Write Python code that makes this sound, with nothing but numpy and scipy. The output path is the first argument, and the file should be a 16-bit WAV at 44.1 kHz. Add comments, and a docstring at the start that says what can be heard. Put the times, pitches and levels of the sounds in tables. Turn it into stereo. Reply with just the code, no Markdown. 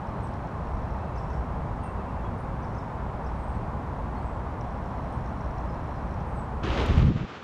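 """A lakeside park in late winter: far traffic rumbles and hisses, small birds call in the pines, a lens
motor ticks faintly. Near the end the scene changes to a footbridge over a brook, where a short gust
rushes past and buffets the microphone. Traffic, brook and gust are coloured stereo noise; the drone is
a narrow noise band; birds are gliding sines; the lens is kicked resonances; buffeting is low noise read
at a varying rate."""
import sys
import numpy as np
from scipy import signal
from scipy.fft import rfft, irfft
from scipy.io import wavfile
from scipy.ndimage import uniform_filter1d

SR = 44100
rng = np.random.default_rng(int(sys.argv[2]) if len(sys.argv) > 2 else 0)


def dump_mix(stems):
    """Bounce the given channels to the path in sys.argv[1] as a 16-bit WAV at rate SR."""
    frames = np.atleast_2d(stems).T  # one column per channel
    limited = np.clip(frames, -1, 1)  # hard clip at full scale
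    pcm = np.round(limited * 32767).astype(np.int16)
    wavfile.write(sys.argv[1], SR, pcm)


N = 327944
TIME = np.arange(N) / SR
FREQ = np.maximum(np.arange(N // 2 + 1) * SR / N, 1)
CUT_S = 6.632  # lawn to footbridge


def undb(db):
    """Decibels to gain."""
    return 10 ** (np.asarray(db) / 20)


def unit(x):
    """Scale to rms 1."""
    return x / np.sqrt(np.mean(x ** 2))


def curve(rows):
    """Join (s, value) points at every sample."""
    return np.interp(TIME, *np.transpose(rows))


def colour(points):
    """Gain at every frequency from (Hz, dB) points, joined over log frequency."""
    hz, db = np.transpose(points)
    return undb(np.interp(np.log(FREQ), np.log(hz), db))


def resonance(hz, width_hz):
    """Two-pole response at every frequency; half gain at the edges of width_hz."""
    return 1 / (1 + 2j * (FREQ - hz) / width_hz) ** 2


def filtered(x, response):
    """Apply a frequency response."""
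    return irfft(rfft(x) * response, N)


def stereo_noise():
    """Independent white noise in two channels."""
    return rng.standard_normal((2, N))


def walk(rate_hz):
    """Random levels held 1 / rate_hz and smoothed twice; rms 1."""
    hold = max(int(SR / rate_hz), 1)
    steps = np.repeat(rng.standard_normal(N // hold + 1), hold)
    return unit(uniform_filter1d(uniform_filter1d(steps, hold), hold)[:N])


def gate(start_s, end_s, attack_s, release_s):
    """Ramp up to 1 at start_s, hold until end_s, then decay exponentially."""
    attack = np.clip((TIME - start_s) / attack_s + 1, 0, 1)
    return attack * np.exp(-np.maximum(TIME - end_s, 0) / release_s)


def stereo(mid, side):
    """Left and right from mid and side."""
    return np.array([mid + side, mid - side])


def pan(db):
    """Left and right gains for a left minus right level."""
    return undb(np.array([[db], [-db]]) / 2)


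def wash(spectrum, width, leftward):
    """Countless small sources, mid at rms 1; leftward (-1 to 1) says how far they gather on one side."""
    mid, diffuse = rfft(stereo_noise()) * colour(spectrum)
    share = np.clip(leftward, -1, 1)
    # sound from one side reaches one port first: its side part is a quarter cycle ahead
    side = (1j * share * mid + np.sqrt(1 - share ** 2) * diffuse) * colour(width)
    mid = irfft(mid, N)
    return stereo(mid, irfft(side, N)) / np.std(mid)


def woods(call, lag_s, t60_s, wet_db):
    """A call from the right reaches the left port lag_s later; many trunks scatter a short tail after it."""
    delayed = filtered(call, np.exp(-2j * np.pi * FREQ * lag_s))
    direct = np.array([delayed, call])
    decay = np.exp(-np.log(1000) * TIME[:SR] / t60_s)
    scatter = rng.standard_normal((2, SR)) * decay
    scatter /= np.sqrt(np.sum(scatter ** 2, axis=1, keepdims=True))
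    return direct + undb(wet_db) * signal.fftconvolve(call[None], scatter, axes=1)[:, :N]


def whistles(notes, waver_hz_s, arch, swell_db):
    """Sine glides that swell and fade; arch 1 levels pitch off at the end, swell_db favours the end."""
    out = np.zeros(N)
    wobble_hz_s = waver_hz_s * walk(700)
    for start_s, length_s, from_hz, to_hz, db in notes:
        span = slice(int(start_s * SR), int((start_s + length_s) * SR))
        u = np.linspace(0, 1, len(out[span]))
        glide = u + arch * u * (1 - u)
        # short notes waver more widely
        hz = from_hz + (to_hz - from_hz) * glide + wobble_hz_s[span] / length_s
        envelope = np.sqrt(np.pi * np.abs(np.sin(np.pi * u)))
        level = undb(db + swell_db * (u - .5))
        out[span] += envelope * level * np.sin(2 * np.pi * np.cumsum(hz) / SR)
    return out


# Spectrum of far engines. Each row: frequency in Hz, relative density in dB per Hz.
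ENGINE_SPECTRUM = [(11, -16), (18, -30), (40, -3), (60, -4.5), (90, -0.5), (120, 0), (212, -5.5),
                   (400, -16), (520, -68), (880, -115)]
# Spectrum of tyre roar. Each row: frequency in Hz, relative density in dB per Hz.
TYRE_SPECTRUM = [(240, -31), (400, -4), (861, 0), (1020, -1), (1370, -10), (2700, -27), (2820, -29),
                 (4490, -37.5), (5460, -40), (7270, -44.5), (8700, -46), (9380, -48.5), (11900, -52),
                 (14500, -67)]
# Stereo width of the road. Each row: frequency in Hz, side minus mid in dB.
ROAD_WIDTH = [(25, -14), (60, -24), (90, -15.5), (130, -19.5), (200, -15), (400, -6), (700, -14),
              (1250, -12), (2300, -6.5), (4200, 1), (7800, 1), (14000, 2.5)]
ENGINES_DB, TYRES_DB = -35, -38
TYRE_LEFTWARD, TYRE_DIFFUSE_HZ = -0.5, 2300  # to the right; from all round above this pitch


def traffic(throb_db):
    """Far engines throb low down; the tyre roar above them is steady."""
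    engines = wash(ENGINE_SPECTRUM, ROAD_WIDTH, leftward=.1) * undb(ENGINES_DB + throb_db * walk(6.34))
    leftward = TYRE_LEFTWARD / (1 + (FREQ / TYRE_DIFFUSE_HZ) ** 6)
    tyres = wash(TYRE_SPECTRUM, ROAD_WIDTH, leftward) * undb(TYRES_DB)
    return engines + tyres


# Engine drone swells. Each row: time in seconds, mid level in dB before DRONE_TRIM_DB.
DRONE_LEVEL = [(0, -39), (.5, -43.5), (.75, -32.5), (1.1, -39.5), (1.4, -33.5), (1.9, -39.5), (2.4, -36),
               (2.9, -42), (3.4, -33), (3.7, -41.5), (4.1, -34.5), (4.85, -41.5), (5.2, -36.5), (5.7, -36),
               (6.3, -38.5), (6.6, -35)]
DRONE_HZ, DRONE_WIDTH_HZ, DRONE_TRIM_DB, DRONE_SIDE_DB = 61.2, 35, 1.5, -21


def drone(even_s):
    """Far heavy engines: one narrow deep noise band, evened over even_s, then made to swell and sink."""
    band = resonance(DRONE_HZ, DRONE_WIDTH_HZ) / (1 + (FREQ / (2 * DRONE_HZ)) ** 6)
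    boom = filtered(stereo_noise(), band)
    mid, side = boom / np.sqrt(uniform_filter1d(boom ** 2, int(even_s * SR)))
    return stereo(mid, side * undb(DRONE_SIDE_DB)) * undb(curve(DRONE_LEVEL) + DRONE_TRIM_DB)


# Spectrum of the water. Each row: frequency in Hz, relative density in dB per Hz.
BROOK_SPECTRUM = [(35, -45.5), (60, -6), (253, -5), (323, -7), (361, -5.5), (1050, -9.5), (1200, -7),
                  (1670, -14.5), (3320, -20.5), (7370, -40), (9200, -64), (12000, -59), (15600, -91),
                  (22000, -120)]
# Stereo width of the water. Each row: frequency in Hz, side minus mid in dB.
BROOK_WIDTH = [(250, -39), (800, -48), (1400, -12), (3000, -9), (5500, -2), (9000, 18)]
BROOK_FIRST_DB, BROOK_DB, BROOK_SETTLE_S = -36, -40.5, 0.42


def brook(ripple_db):
    """Running water off to the left: noise that settles to a steady level and ripples quickly."""
    db = np.interp(TIME, [CUT_S, CUT_S + BROOK_SETTLE_S], [BROOK_FIRST_DB, BROOK_DB])
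    return wash(BROOK_SPECTRUM, BROOK_WIDTH, leftward=.7) * undb(db + ripple_db * walk(41))


# Running spans of the lens motor. Each row: start in seconds, end in seconds, base step level in dB.
LENS_RUNS = [(0.0045, 1.07, -62.5), (4.641, 5.2, -62), (5.208, 6.22, -61)]
# Whirr bands of the drive. Each row: centre in Hz, width in Hz, level in dB against the base step level.
WHIRR_BANDS = [(3170, 700, -12.5), (4130, 220, -13.5)]
WHIRR_FADE_S = .03


def whirr(flutter_db):
    """The running lens drive whirrs faintly and unevenly: narrow noise bands."""
    runs = [gate(start_s, end_s, WHIRR_FADE_S, WHIRR_FADE_S) * undb(db) for start_s, end_s, db in LENS_RUNS]
    running = np.max(runs, axis=0)
    bands = sum(undb(db) * unit(filtered(stereo_noise(), resonance(hz, width_hz)))
                for hz, width_hz, db in WHIRR_BANDS)
    return running * bands * undb(flutter_db * walk(20))


def impulses(rows):
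    """One-sample kicks from (s, dB) rows."""
    out = np.zeros(N)
    for start_s, db in rows:
        out[int(start_s * SR) % N] += undb(db)
    return out


def scrapes(kicks, decay_s):
    """Each kick starts a short burst of noise, different at the two ports."""
    envelope = signal.lfilter([1], [1, -np.exp(-1 / (decay_s * SR))], kicks)
    return envelope * stereo_noise()


# Resonances of the lens barrel. Each row: centre in Hz, width in Hz, relative level in dB.
BARREL = [(3230, 770, -18), (4130, 290, -11), (5550, 660, -7)]
# Four steps of one motor turn. Each entry: offset in dB from the base step level.
LENS_CYCLE_DB = [1, -1.5, -2, -5]
# The motor's hardest steps. Each row: time in seconds, level in dB.
LENS_KNOCKS = [(.0712, -63), (.0902, -60), (.2054, -63), (.2712, -54), (.3386, -57), (.3576, -60),
               (.4718, -60), (.7721, -60), (.9057, -53), (4.6105, -49), (4.8595, -59), (4.9094, -64),
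               (5.2436, -57), (5.2606, -53), (5.4102, -56), (5.4432, -57), (5.4605, -57), (5.5105, -56),
               (5.5834, -54), (5.744, -55), (6.1107, -60), (6.2034, -56)]
LENS_STEPS_PER_S, LENS_SCRAPE_DB = 60, -1


def lens(scrape_s, scatter_db):
    """Motor steps, uneven in groups of four, kick the barrel resonances; each also scrapes briefly."""
    steps = []
    for start_s, end_s, db in LENS_RUNS:
        for k, step_s in enumerate(np.arange(start_s, end_s, 1 / LENS_STEPS_PER_S)):
            steps.append((step_s, db + LENS_CYCLE_DB[k % len(LENS_CYCLE_DB)]))
    kicks = impulses(steps) * undb(scatter_db * walk(60)) + impulses(LENS_KNOCKS)
    body = sum(undb(db) * resonance(hz, width_hz) for hz, width_hz, db in BARREL)
    ring = irfft(body, N)
    clicks = filtered(kicks, body) / np.max(np.abs(ring))
    rub = filtered(scrapes(kicks, scrape_s), body) / np.sqrt(np.sum(ring ** 2))
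    return clicks + undb(LENS_SCRAPE_DB) * rub


# Far songbird's whistles. Each row: start in seconds, starting pitch in Hz, level in dB.
FAR_SONG = [(1.0, 2620, -63), (1.052, 2655, -63), (1.125, 2660, -66), (1.16, 2655, -63), (1.225, 2640, -67),
            (1.28, 2640, -64), (1.824, 2700, -63), (1.865, 2695, -61), (1.972, 2670, -62),
            (2.07, 2700, -65), (2.17, 2690, -65), (2.235, 3345, -67), (2.78, 3630, -72), (4.15, 4300, -73)]
SONG_NOTE_S, SONG_SAG_HZ = 0.047, 20


def far_song():
    """Short, wavering whistles that each sag a little: two phrases, then stray higher notes."""
    notes = [(start_s, SONG_NOTE_S, hz, hz - SONG_SAG_HZ, db) for start_s, hz, db in FAR_SONG]
    return whistles(notes, waver_hz_s=1.3, arch=0.36, swell_db=8)


# High contact calls. Each row: start in seconds, length in seconds, first pitch in Hz, glide in Hz, level in dB.
THIN_CALLS = [(0.225, 0.023, 8900, -1140, -57.5), (1.821, 0.054, 9150, -690, -61),
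              (2.375, .038, 8800, 500, -69), (3.346, 0.22, 8760, -800, -68.5), (4.15, .21, 8560, -960, -74),
              (5.114, 0.044, 9100, -800, -69), (5.238, .08, 6900, -1000, -75), (5.56, .07, 6650, -500, -75),
              (5.68, .04, 5200, -200, -69), (5.945, .05, 5150, -400, -73), (6.262, 0.07, 8900, -500, -71),
              (6.338, .085, 8320, -480, -64)]


def thin_calls():
    """Single thin high notes, most of them sliding down."""
    notes = [(start_s, length_s, hz, hz + glide_hz, db) for start_s, length_s, hz, glide_hz, db in THIN_CALLS]
    return whistles(notes, waver_hz_s=1.8, arch=0.3, swell_db=-1)


# A small bird's chips. Each row: hook start in seconds, hook length in seconds, level in dB, flicks before it.
CHIPS = [(1.172, .023, -56, 1), (1.33, .017, -57.5, 2), (2.639, .019, -59.5, 1), (2.778, .018, -58.5, 2),
         (3.257, .025, -60, 1)]
# Chips returned by the pines. 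Each row: delay in seconds, level in dB against the chip.
CHIP_ECHOES = [(.034, -13), (.064, -14), (.09, -16)]
CHIP_HZ, CHIP_RISE_HZ, CHIP_RASP_DB = 4420, 1180, 2.5
UPPER_VOICE_HZ, UPPER_VOICE_DB = 6700, -9
FLICK_LEAD_S, FLICK_S, FLICK_HZ, FLICK_RISE_HZ, FLICK_DB = .016, 0.012, 4860, 1400, -3.5
ECHO_S, ECHO_HZ = .05, 5480  # lingering top of a chip


def chips():
    """Upward flicks, then a two-voiced hook that rises and levels off; the top of the hook echoes."""
    notes, echoes = [], []
    for start_s, length_s, db, flicks in CHIPS:
        for k in range(1, round(flicks) + 1):
            flick_s = start_s - k * FLICK_LEAD_S
            notes.append((flick_s, FLICK_S, FLICK_HZ, FLICK_HZ + FLICK_RISE_HZ, db + FLICK_DB))
        for hz, voice_db in [(CHIP_HZ, 0), (UPPER_VOICE_HZ, UPPER_VOICE_DB)]:
            notes.append((start_s, length_s, hz, hz + CHIP_RISE_HZ, db + voice_db))
        for delay_s, echo_db in CHIP_ECHOES:
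            echoes.append((start_s + delay_s, ECHO_S, ECHO_HZ, ECHO_HZ, db + echo_db))
    rasp = undb(CHIP_RASP_DB * walk(600))
    calls = whistles(notes, waver_hz_s=2.5, arch=1.2, swell_db=4) * rasp
    return calls + whistles(echoes, waver_hz_s=2.0, arch=0, swell_db=0)


# Spectrum of rushing air. Each row: frequency in Hz, relative density in dB per Hz.
RUSH_SPECTRUM = [(120, -10), (220, 3), (450, 1.5), (660, -7.5), (1080, -8), (1870, -13), (3600, -21),
                 (4400, -26), (6600, -32.5), (9190, -54), (11500, -61), (13000, -75)]
# Stereo width of rushing air. Each row: frequency in Hz, side minus mid in dB.
RUSH_WIDTH = [(200, -13), (700, -10), (2300, -8), (4200, -4), (8000, 6), (13000, 20)]
# Strength of the gust. Each row: time in seconds, level of the hiss in dB.
GUST = [(6.64, -33.5), (6.71, -31.5), (6.81, -32), (6.88, -32), (6.98, -31.5), (7.02, -36.5), (7.07, -41),
        (7.13, -64), (7.3, -90)]
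# Reed crackles. Each row: peak time in seconds, peak level in dB.
SNAPS = [(6.862, -44), (6.984, -51), (7.058, -57)]
RATTLE_PER_S, RATTLE_HZ, RATTLE_WIDTH_HZ, RATTLE_DB = 600, 2870, 1600, -14  # dB against the hiss
SNAP_S, SNAP_HZ, SNAP_WIDTH_HZ = 0.006, 4000, 8500
GUST_PAN_DB = 2  # left minus right


def rush(flutter_db, rattle_swell_db):
    """The gust hisses through bare branches; dry reeds rattle in uneven swells and crackle in it."""
    hiss = wash(RUSH_SPECTRUM, RUSH_WIDTH, leftward=0.97)
    grains = (rng.random(N) < RATTLE_PER_S / SR) * rng.standard_normal(N)
    rattle = unit(filtered(grains, resonance(RATTLE_HZ, RATTLE_WIDTH_HZ)))
    rattle *= undb(RATTLE_DB + rattle_swell_db * walk(25))
    bursts = sum(undb(db) * gate(peak_s, peak_s, SNAP_S, SNAP_S) for peak_s, db in SNAPS)
    crackles = bursts * unit(filtered(stereo_noise(), resonance(SNAP_HZ, SNAP_WIDTH_HZ)))
    gust = (hiss + rattle) * undb(curve(GUST) + flutter_db * walk(40))
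    return (gust + crackles) * pan(GUST_PAN_DB)


def eddies(rate_hz, rise, fall, top_ratio, steady):
    """Pressure swings carried past a port: faster air plays the same turbulence faster."""
    base_hz = 100
    f = FREQ / base_hz
    shape = f ** rise / (1 + f ** (rise + fall)) / np.sqrt(1 + (f / top_ratio) ** 10)
    field = unit(filtered(rng.standard_normal(N), shape))
    # successive eddies are of similar strength
    field /= uniform_filter1d(field ** 2, 2 * SR // base_hz) ** (steady / 2)
    position = np.cumsum(rate_hz) / base_hz % N
    return np.interp(position, np.arange(N), unit(field))


# Wind puffs. Each row: time of full strength in seconds, hold in seconds, level common to both ports in dB,
# level opposed between them in dB, eddy rate in Hz.
PUFFS = [(6.638, .018, -28, -23, 28), (6.686, .04, -27, -17, 24.2), (6.778, 0.09, -33, -37, 84.15),
         (6.899, .006, -16.5, -14.5, 75), (6.944, .012, -19.5, -16, 74.95),
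         (6.978, 0.016, -14.5, -11.5, 100), (7.023, 0.029, -17, -14.5, 110),
         (7.071, 0.031, -18, -12.5, 125), (7.155, 0.0066, -24, -23, 118), (7.214, 0.034, -26, -22.5, 119.9)]
PUFF_ATTACK_S, PUFF_RELEASE_S = 0.014, 0.022
PUFF_PAN_DB = -.8  # left minus right
CALM_S, CALM_FADE_S = 7.256, 0.0096  # end and length of the final fade


def buffet():
    """Wind puffs shake two ports largely against each other: first a slow heave, then quick eddies."""
    shapes = [(gate(full_s, full_s + hold_s, PUFF_ATTACK_S, PUFF_RELEASE_S), mid_db, side_db)
              for full_s, hold_s, mid_db, side_db, _ in PUFFS]
    together = np.max([shape * undb(mid_db) for shape, mid_db, _ in shapes], axis=0)
    opposed = np.max([shape * undb(side_db) for shape, _, side_db in shapes], axis=0)
    rate_hz = curve([(full_s + hold_s / 2, hz) for full_s, hold_s, _, _, hz in PUFFS])
    # the common part never runs slower than 65 Hz
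    mid = eddies(np.maximum(rate_hz, 65), rise=1.37, fall=2.7, top_ratio=5.0, steady=0.52)
    side = eddies(rate_hz, rise=3.9, fall=1.66, top_ratio=3.6, steady=.9)
    calm = np.clip((CALM_S - TIME) / CALM_FADE_S, 0, 1)
    return stereo(mid * together, side * opposed) * pan(PUFF_PAN_DB) * calm


def scene():
    """The lawn gives way to the footbridge; the lawn's sounds fade out under the gust."""
    lawn = traffic(throb_db=0.5)
    lawn += drone(even_s=0.39)
    lawn += whirr(flutter_db=2.5) + lens(scrape_s=0.0022, scatter_db=2.0)
    lawn += woods(far_song(), lag_s=.00003, t60_s=0.35, wet_db=-5.0)
    lawn += woods(thin_calls(), lag_s=.00005, t60_s=0.25, wet_db=-1.5)
    lawn += woods(chips(), lag_s=.000054, t60_s=0.5, wet_db=-6.0)
    bridge = brook(ripple_db=1.2) + rush(flutter_db=1.6, rattle_swell_db=1.5)
    fade = np.clip((7.06 - TIME) / 0.087, 0, 1)
    arrive = np.clip((TIME - CUT_S) / 0.0072 + .5, 0, 1)
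    return lawn * fade + bridge * arrive + buffet()


TOP_HZ = 14400


def record(dry):
    """A steep elliptic low-pass cuts the treble above TOP_HZ."""
    low_pass = signal.ellip(8, .2, 70, TOP_HZ, fs=SR, output="sos")
    return signal.sosfilt(low_pass, dry)


dry = scene()
out = record(dry)
dump_mix(out)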